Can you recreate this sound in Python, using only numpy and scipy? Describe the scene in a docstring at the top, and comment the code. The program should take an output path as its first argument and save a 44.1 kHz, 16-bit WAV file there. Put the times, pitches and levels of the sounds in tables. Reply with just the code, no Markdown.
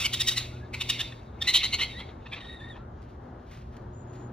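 """Baby raccoons in a canvas bag under a roof eave break into rough, high chirps, flapping vocal folds
ringing their small throats over a blur of mewing. Faint birds call; low grunts sound under some chirps.
Near two seconds a thin whine rises, then another; from three seconds the litter is quiet, the canvas
rustles and a bird gives two high notes. Far traffic and a mains hum fill the yard throughout. The eave
and brick wall answer, and the treble sounds wide, nearing opposite phase left and right."""
import sys
import numpy as np
from scipy import signal
from scipy.fft import rfft, irfft, next_fast_len
from scipy.io import wavfile
from scipy.ndimage import uniform_filter1d, map_coordinates

SR = 44100
rng = np.random.default_rng(int(sys.argv[2]) if len(sys.argv) > 2 else 0)


def log_audio(samples):
    """Write samples as a 16-bit WAV file to the path given in sys.argv[1]."""
    # one column per channel
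    frames = np.atleast_2d(samples).T
    # limit to full scale, then quantise
    limited = np.clip(frames, -1, 1)
    pcm = np.round(limited * 32767).astype(np.int16)
    wavfile.write(sys.argv[1], SR, pcm)


N = 190644

# The kits' chirps; rise and fall span the top 6 dB of the swell:
# peak_s, rise_ms, fall_ms, pitch_hz, rasp_hz, roughness (capped at 1), fundamental_db, octave_db, rasp_db
CHIRPS = [(0.004, 4, 36, 1797, 2614, 0.8, -48, -34, -32),
          (0.062, 15, 7.8, 2263, 3004, 0.85, -29.5, -38, -25.5),
          (0.14, 7, 8, 1920, 3175, 0.8, -38.5, -29, -25.5),
          (0.215, 12, 7.2, 1892, 3210, 0.42, -37, -23.5, -28),
          (0.286, 12, 12, 1904, 3090, 0.16, -36.5, -22, -28.5),
          (0.318, 12, 16, 1900, 3000, 0.08, -58, -31.5, -38.5),
          (0.381, 13, 9.2, 2034, 3000, 0.75, -34, -25.5, -32),
          (0.412, 9, 5.8, 2024, 3085, 0.9, -60, -48.5, -43.5),
          (0.743, 6.4, 10.2, 2060, 2344, 0.8, -44, -41.5, -34),
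          (0.816, 7.7, 8.7, 1829, 2800, 0.87, -53, -33, -28),
          (0.9, 6, 9, 1850, 2893, 0.74, -41, -21.5, -24), (1.012, 17, 8, 1794, 2950, 0.6, -41.5, -30, -30),
          (1.127, 5.6, 6.5, 1800, 2600, 0.9, -49.5, -50.5, -50.5),
          (1.424, 6.2, 5.7, 1827, 3290, 0.2, -36.5, -26, -36.5),
          (1.452, 11, 9, 1840, 2390, 0.25, -50, -39, -45),
          (1.482, 8.2, 26, 2027, 2890, 0.5, -28, -22.5, -29),
          (1.555, 15, 22, 2001, 3140, 0.85, -36.5, -18.5, -20),
          (1.644, 10.4, 18, 2055, 3003, 0.7, -30.5, -25, -27.5),
          (1.744, 14, 12, 2120, 2940, 0.8, -30, -25.5, -28),
          (1.803, 14, 24, 1900, 3074, 0.3, -41.5, -36.5, -29),
          (1.823, 11.3, 20.7, 2090, 3000, 0.55, -29, -29.5, -27),
          (2.01, 17, 6.5, 2047, 3310, 0, -54, -65, -40), (2.094, 4.5, 8.5, 1960, 3320, 0.8, -54, -62, -55),
          (2.268, 7, 7, 1800, 2680, 1.13, -51.5, -52, -45.5),
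          (2.336, 13, 14, 1700, 2400, 0.84, -47.5, -41, -36.5),
          (2.372, 14, 18, 1946, 2530, 1.1, -53.5, -50.5, -46),
          (2.412, 9, 6.1, 1900, 3000, 0.9, -53, -50, -50.5),
          (2.452, 6.8, 9, 1800, 3200, 0.6, -62, -55, -52.5),
          (2.77, 21, 8, 1780, 2500, 0.64, -57.5, -75, -54.5)]
# Held whines, one contour each: time_s, pitch_hz, level_db
WHINES = [
    [(1.87, 2000, -60), (1.9, 1912, -44), (1.952, 1872, -51), (1.998, 2010, -43), (2.03, 2020, -57)],
    [(2.405, 1858, -52), (2.455, 1858, -53), (2.52, 1893, -47), (2.565, 1880, -49), (2.585, 1850, -60),
     (2.607, 1760, -50), (2.687, 1871, -51), (2.713, 1850, -50), (2.745, 1600, -59), (2.76, 1600, -68)],
]
# Colour of the kits' breath: frequency_hz, density_db
BREATH_COLOUR = [(3500, -36.5), (4600, 3.5), (5100, -2.5), (5700, -1), (6700, -6), (7300, -1), (8600, -6.5),
                 (9700, -9.5), (11000, -8), (14000, -18), (15500, -19)]


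def chirps():
    """Each puff of air sounds fluttering partials while fold slaps ring the throat, under one swell."""
    glide, hoarse_ratio = 0.01603, 0.95  # the octave's hoarse part rings a little under it
    throat_width_hz, octave_width_hz = 1200, 580
    grunt_start_hz, grunt_sinks_hz_per_s = 1606, 190  # the chest grunt deepens as the litter tires
    hiss_fades_db_per_s = 5.5  # duller as the kits sink into the bag
    out, n = np.zeros(N + SR), SR // 5
    ms = (np.arange(n) - n // 2) * 1000 / SR
    for chirp in CHIRPS:
        peak_s, rise_ms, fall_ms, pitch_hz, rasp_hz, rough, fundamental_db, octave_db, rasp_db = chirp
        rough = np.clip(rough, 0, 1)
        flatness = 1.1 + (rise_ms + fall_ms) / 18  # short puffs are pointed, long ones flat-topped
        swell = amp(-6 * np.abs(ms / np.where(ms < 0, rise_ms, fall_ms)) ** flatness)
        bend = 1 + glide * np.tanh(ms / 12) + 0.0065 * wobble(60, n)  # bends up through the peak
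        flaps = fold_slaps(n, rate_hz=rng.uniform(290, 380))
        clear = tone(2 * pitch_hz * bend, 0.073, rate=100)
        hoarse = throat(flaps, hoarse_ratio * 2 * pitch_hz, octave_width_hz)
        squeak = tone(rasp_hz * bend, .8, rate=420)
        rasp = (throat(flaps, rasp_hz, throat_width_hz) + squeak) / np.sqrt(2)
        grunt = throat(flaps, grunt_start_hz - grunt_sinks_hz_per_s * peak_s, throat_width_hz)
        hiss = unit(filtered(flaps, lambda hz: amp(along(BREATH_COLOUR, hz))))
        hiss_db = 3 + 1.19 * loudness(chirp) - hiss_fades_db_per_s * peak_s  # louder chirps hiss more
        voice = amp(fundamental_db) * tone(pitch_hz * bend, .65 * rough, rate=300)
        voice += amp(octave_db) * (np.sqrt(1 - rough) * clear + np.sqrt(rough) * hoarse)
        voice += amp(octave_db - 17) * tone(3 * pitch_hz * bend, rough, rate=520)
        voice += amp(rasp_db) * rasp + amp(-30.5 + 0.44 * rasp_db) * grunt + amp(hiss_db) * hiss
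        out[round(peak_s * SR):][:n] += swell * voice
    return out[n // 2:][:N]


def fold_slaps(n, rate_hz, scatter_db=2.5):
    """The vocal folds flap unevenly, each flap letting out a short puff of noisy air."""
    turns = np.cumsum(rate_hz * amp(scatter_db * wobble(200, n))) / SR
    return (amp(-14 * (turns % 1)) + 0.08) * (1.5 + rng.standard_normal(n))


def throat(x, hz, width_hz):
    """One throat resonance, applied twice for steep skirts; comes out at rms 1."""
    return unit(filtered(x, lambda f: (1j * f * width_hz / (hz * hz - f * f + 1j * f * width_hz)) ** 2))


def grunts():
    """Under some of the chirps, a few fold slaps ring the low throat."""
    # Low grunts: peak_s, throat_hz, level_db
    low_grunts = [(0.816, 1010, -48), (1.632, 1200, -48), (1.8, 1100, -47), (2.264, 1020, -51),
                  (2.771, 830, -48)]
    half_length_ms = 8
    out, n = np.zeros(N + SR), SR // 10
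    ms = (np.arange(n) - n // 2) * 1000 / SR
    for peak_s, throat_hz, level_db in low_grunts:
        voice = throat(fold_slaps(n, rate_hz=330), throat_hz, width_hz=380)
        out[round(peak_s * SR):][:n] += amp(level_db - 6 * (ms / half_length_ms) ** 2) * voice
    return out[n // 2:][:N]


def whines():
    """A held, wavering, slightly hoarse cry with its octave, faint upper partials and breath."""
    out = np.zeros(N)
    for contour in WHINES:
        hz, db, gate = curves(contour)
        hz = hz * (1 + .005 * wobble(90))
        edge = amp(-22) * (tone(4 * hz, 0.8, rate=790) + tone(5 * hz, 0.69, rate=900))
        edge += amp(-23) * noise(BREATH_COLOUR)
        fundamental_db = db - 7 * np.maximum(wobble(50), 0) ** 2  # the cry catches
        octave_db = db - 0.5 - 7 * np.maximum(wobble(50), 0) ** 2
        octave = tone(2 * hz, rough=.4, rate=300)
        fundamental = tone(hz, rough=.4, rate=200)
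        out += gate * (amp(fundamental_db) * fundamental + amp(octave_db) * (octave + edge))
    return out


def mewing():
    """Small hoarse voices blur into a lumpy rasp that swells with each chirp and lies under each whine."""
    # Throat resonances of the litter: centre_hz, width_hz, gain_db
    formants = [(2170, 280, -2), (2634, 570, -1), (3730, 720, 1), (4100, 710, -15.5), (4580, 130, -10.5),
                (6240, 1600, -16.5)]
    builds_db_per_s, opens_db_per_s, bout_gap_s = 302.5, 1500, .15  # after a pause it starts at once
    hiss_fades_db_per_s = 4.5
    rasp = unit(sum(amp(db + 4 * wobble(35.02)) * throat(rng.standard_normal(N), hz, width_hz)
                    for hz, width_hz, db in formants))
    hiss = noise(BREATH_COLOUR) * amp(1.2 * wobble(51))
    hiss *= amp(-5 - hiss_fades_db_per_s * np.arange(N) / SR)
    gaps_s = np.diff([chirp[0] for chirp in CHIRPS], prepend=0)
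    calls = [(chirp[0], loudness(chirp), builds_db_per_s if gap_s < bout_gap_s else opens_db_per_s)
             for chirp, gap_s in zip(CHIRPS, gaps_s)]
    level = amp(-17) * swells(calls, dies_db_per_s=114) + amp(-42.5) * swells(calls, dies_db_per_s=34)
    level += sum(gate * amp(db - 13) for _, db, gate in map(curves, WHINES))
    return level * (rasp + hiss)


def rustles():
    """Canvas creases in bursts of crackle that die away, and slides softly."""
    # Creasing folds: start_s, relative_db, t60_s
    creases = [(3.0174, -50, 0.21), (3.5109, -42.5, 0.3), (3.5728, -50, 0.35), (3.7663, -44, 0.056),
               (4.133, -52.5, 0.34)]
    # Cloth slides: peak_s, level_db
    slides = [(3.13, -67), (3.52, -65), (3.58, -62.5), (3.77, -74), (4.16, -67.5)]
    # Colours of creasing and of sliding: frequency_hz, density_db
    crease_colour = [(500, -39), (1200, 14), (3500, 1.5), (7000, -2), (15000, -16.5)]
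    slide_colour = [(900, -43), (1800, -1.5), (3300, -4.5), (4500, -7.5), (7000, -15.5), (15000, -24.5)]
    attack_s, crease_gain_db, slide_builds_db_per_s = .004, -11, 152
    out, t = np.zeros(N + SR), np.arange(SR // 2) / SR
    snap = 1.4 * amp(-60 * t / 0.03)  # the dry tick as a fold gives way
    for start_s, relative_db, t60_s in creases:
        crackle = noise(crease_colour, len(t)) * amp(3 * wobble(300, len(t)))
        body = amp(-60 * t / t60_s) * (1 - np.exp(-t / attack_s))
        out[round(start_s * SR):][:len(t)] += amp(crease_gain_db + relative_db) * (body + snap) * crackle
    sliding = swells([(s, db, slide_builds_db_per_s) for s, db in slides], dies_db_per_s=71)
    return out[:N] + sliding * amp(4.2 * wobble(40)) * noise(slide_colour)


def birds():
    """Thin far notes slide up, smeared by the air; the higher ones flutter faster."""
    # Bird notes: start_s, length_s, first_hz, last_hz, level_db
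    notes = [(0.52, .065, 1400, 1500, -58), (0.605, .06, 1630, 1700, -56), (2.24, .1, 900, 1150, -63),
             (2.63, .07, 950, 1000, -56), (2.775, .105, 1320, 1410, -59), (3.93, .11, 6900, 6950, -66),
             (4.07, .21, 6800, 6900, -67)]
    rise_share, edge_drop_db = .45, 4
    out = np.zeros(N)
    for start_s, length_s, first_hz, last_hz, db in notes:
        onset = (start_s, first_hz, db - edge_drop_db)
        peak = (start_s + rise_share * length_s, first_hz + rise_share * (last_hz - first_hz), db)
        end = (start_s + length_s, last_hz, db - edge_drop_db)
        hz, level_db, gate = curves([onset, peak, end])
        out += gate * amp(level_db) * tone(hz, rough=.55 + first_hz / 2e4, rate=.06 * first_hz)
    return out


def eave(x):
    """The sound plus its diffuse answer from roof and wall; the swaying bag blurs the answer's pitch."""
    # Decay under the eave: frequency_hz, t60_s
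    decay = [(500, .3), (3000, .28), (10000, .25)]
    hz, t, spectra = signal.stft(rng.standard_normal(SR // 2), SR, nperseg=256)
    _, tail = signal.istft(spectra * amp(-60 * t / along(decay, hz)[:, None]), SR, nperseg=256)
    blurred = np.pad(x * unit(wobble(350)), (500, 0))  # 11 ms of pre-delay
    return x + amp(-12) * signal.fftconvolve(blurred, tail / np.linalg.norm(tail))[:N]


def stereo_spread(x):
    """Mid and side, each with its own eave answer; the treble nears opposite phase left and right."""
    # Phase between the channels: frequency_hz, phase_half_turns
    phase = [(300, .1), (1500, 0.067), (2700, 0.28), (4100, 0.091), (4600, 0.57), (5000, 0.66),
             (5500, 0.45), (6900, 0.77), (7300, 0.91), (11800, 0.99), (12300, .65), (15500, .6)]
    angle = lambda hz: np.pi / 2 * np.clip(along(phase, hz), 0, 1)
    mid = filtered(eave(x), lambda hz: np.cos(angle(hz)))
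    side = filtered(eave(x), lambda hz: 1j * np.sin(angle(hz)))
    return mid, side


def yard():
    """Mid and side of far traffic and air: centred bass, a wide wash above it, mids leaning left."""
    # Ebb of the traffic: time_s, rumble_db, drone_db
    traffic = [(0, -46, -49), (.6, -44, -50), (1.6, -45.5, -50), (2.4, -46.5, -51), (3.2, -44.5, -50.5),
               (4.32, -45, -50)]
    # Colours of traffic rumble, traffic drone, air and the wide wash: frequency_hz, density_db
    rumble_colour = [(12, -53.5), (20, -21), (43, 2), (81, 7.5), (136, -2), (176, -8), (234, -5),
                     (300, -27), (390, -28), (660, -120)]
    drone_colour = [(88, -29), (150, -7), (260, -4.5), (661, -13.5), (740, -12.5), (1740, -24), (2200, -35),
                    (2860, -76.5), (4840, -120)]
    air_colour = [(1000, -24), (1800, -13.5), (2400, -10.5), (3200, -10.5), (5000, -21.5), (7100, -23.5),
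                  (7600, -58), (12000, -54), (14000, -43), (15500, -52)]
    wash_colour = [(18, -70.5), (30, -46), (213, -8.5), (420, -4.5), (518, 0.5), (639, -3.5), (728, 1),
                   (1360, -7), (2130, -32), (5170, -33), (6540, -37.5), (14000, -36.5), (15500, -45)]
    # Pull to the left: frequency_hz, side_share
    lean = [(100, .002), (220, .06), (400, 0.23), (700, .45), (1400, 0.45), (2200, .01)]
    rumble_db, drone_db, _ = curves(traffic)
    rumble = amp(rumble_db + 0.79 * wobble(3.8)) * noise(rumble_colour)
    drone = amp(drone_db + 1.5 * wobble(7.1)) * noise(drone_colour)
    air = noise(air_colour)
    low_air = filtered(air, lambda hz: 1 / (1 + (hz / 4300) ** 6))  # low and high air gust apart
    gusts = amp(2.5 * wobble(9.7)) * low_air + amp(2.3 * wobble(17)) * (air - low_air)
    mid = rumble + drone + amp(-73.5) * gusts
    wash = amp(-55.5 + .7 * wobble(5)) * noise(wash_colour)
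    return mid, wash + filtered(mid, lambda hz: along(lean, hz))


def hum():
    """Mains hum and its harmonics, each wavering a little."""
    # Rise and fall of the hum: time_s, level_db
    contour = [(0.0, -49), (0.31, -43), (0.9, -46), (1.33, -53), (2.3, -51), (2.48, -58.5), (2.65, -50.5),
               (3.45, -56.5), (3.65, -48.5), (3.83, -49.5), (3.92, -46.5), (4.32, -45)]
    # Its harmonics: multiple, gain_db
    harmonics = [(1, 0.5), (2, -11), (3, -10), (5, -20)]
    level_db, _ = curves(contour)
    pitch_hz = np.full(N, 121)
    return sum(amp(level_db + gain_db + 0.66 * wobble(7.9)) * tone(multiple * pitch_hz, 0.044, rate=8)
               for multiple, gain_db in harmonics)


def amp(db):
    """dB to gain."""
    return 10 ** (np.asarray(db) / 20)


def unit(x):
    """Scale to rms 1."""
    return x / np.sqrt(np.mean(np.abs(x) ** 2) + 1e-20)


def loudness(chirp):
    """dB of a chirp's octave and rasp together."""
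    *_, octave_db, rasp_db = chirp
    return 10 * np.log10(amp(octave_db) ** 2 + amp(rasp_db) ** 2)


def along(points, hz):
    """Read (frequency_hz, value) points on a log frequency axis."""
    knots_hz, values = np.transpose(points)
    return np.interp(np.log(hz + 1), np.log(knots_hz + 1), values)


def curves(rows):
    """An automation curve for each column after the time, then a soft gate over their span."""
    times_s, *columns = np.transpose(rows)
    t = np.arange(N) / SR
    gate = uniform_filter1d(1. * ((t >= times_s[0]) & (t <= times_s[-1])), size=400)
    return [np.interp(t, times_s, column) for column in columns] + [gate]


def swells(rows, dies_db_per_s):
    """Gain curve of (peak_s, level_db, builds_db_per_s) swells, added in power."""
    t = np.arange(N) / SR
    return np.sqrt(sum(amp(db - np.where(t < peak_s, builds, dies_db_per_s) * np.abs(t - peak_s)) ** 2
                       for peak_s, db, builds in rows))


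def wobble(rate, n=N):
    """A smooth random curve, rate knots a second."""
    return map_coordinates(rng.standard_normal(int(n * rate / SR) + 4), [np.arange(n) * rate / SR])


def filtered(x, response):
    """x through a complex frequency response."""
    size = next_fast_len(len(x) + 8192)
    return irfft(rfft(x, size) * response(np.fft.rfftfreq(size, 1 / SR)), size)[:len(x)]


def noise(colour, n=N):
    """Noise of rms 1 with a (frequency_hz, density_db) colour."""
    return unit(filtered(rng.standard_normal(n), lambda hz: amp(along(colour, hz))))


def tone(hz, rough, rate):
    """A sine of rms 1 whose strength and phase flutter by the share rough, rate knots a second."""
    flutter = unit(wobble(rate, len(hz)) + 1j * wobble(rate, len(hz)))
    share = np.clip(rough, 0, 1)
    carrier = np.exp(2j * np.pi * np.cumsum(hz) / SR)
    return np.sqrt(2) * np.real((np.sqrt(1 - share) + np.sqrt(share) * flutter) * carrier)


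def scene():
    """Litter, birds and bag ring under the eave and spread in stereo; yard and hum lie under them."""
    mid, side = stereo_spread(chirps() + grunts() + whines() + mewing() + birds() + rustles())
    far_mid, far_side = yard()
    mid, side = mid + far_mid + hum(), side + far_side
    return np.array([mid + side, mid - side])


def record(dry):
    """The input stage rounds off the highest peaks; the last moment fades; the very top is cut away."""
    ceiling, fade_s, top_hz = .5, .004, 15700
    soft = dry / (1 + np.abs(dry / ceiling) ** 4) ** (1 / 4)
    fade = np.sin(np.pi / 2 * np.clip(np.arange(N)[::-1] / (fade_s * SR), 0, 1)) ** 2
    return np.array([filtered(channel, lambda hz: hz < top_hz) for channel in soft * fade])


dry = scene()
out = record(dry)
log_audio(out)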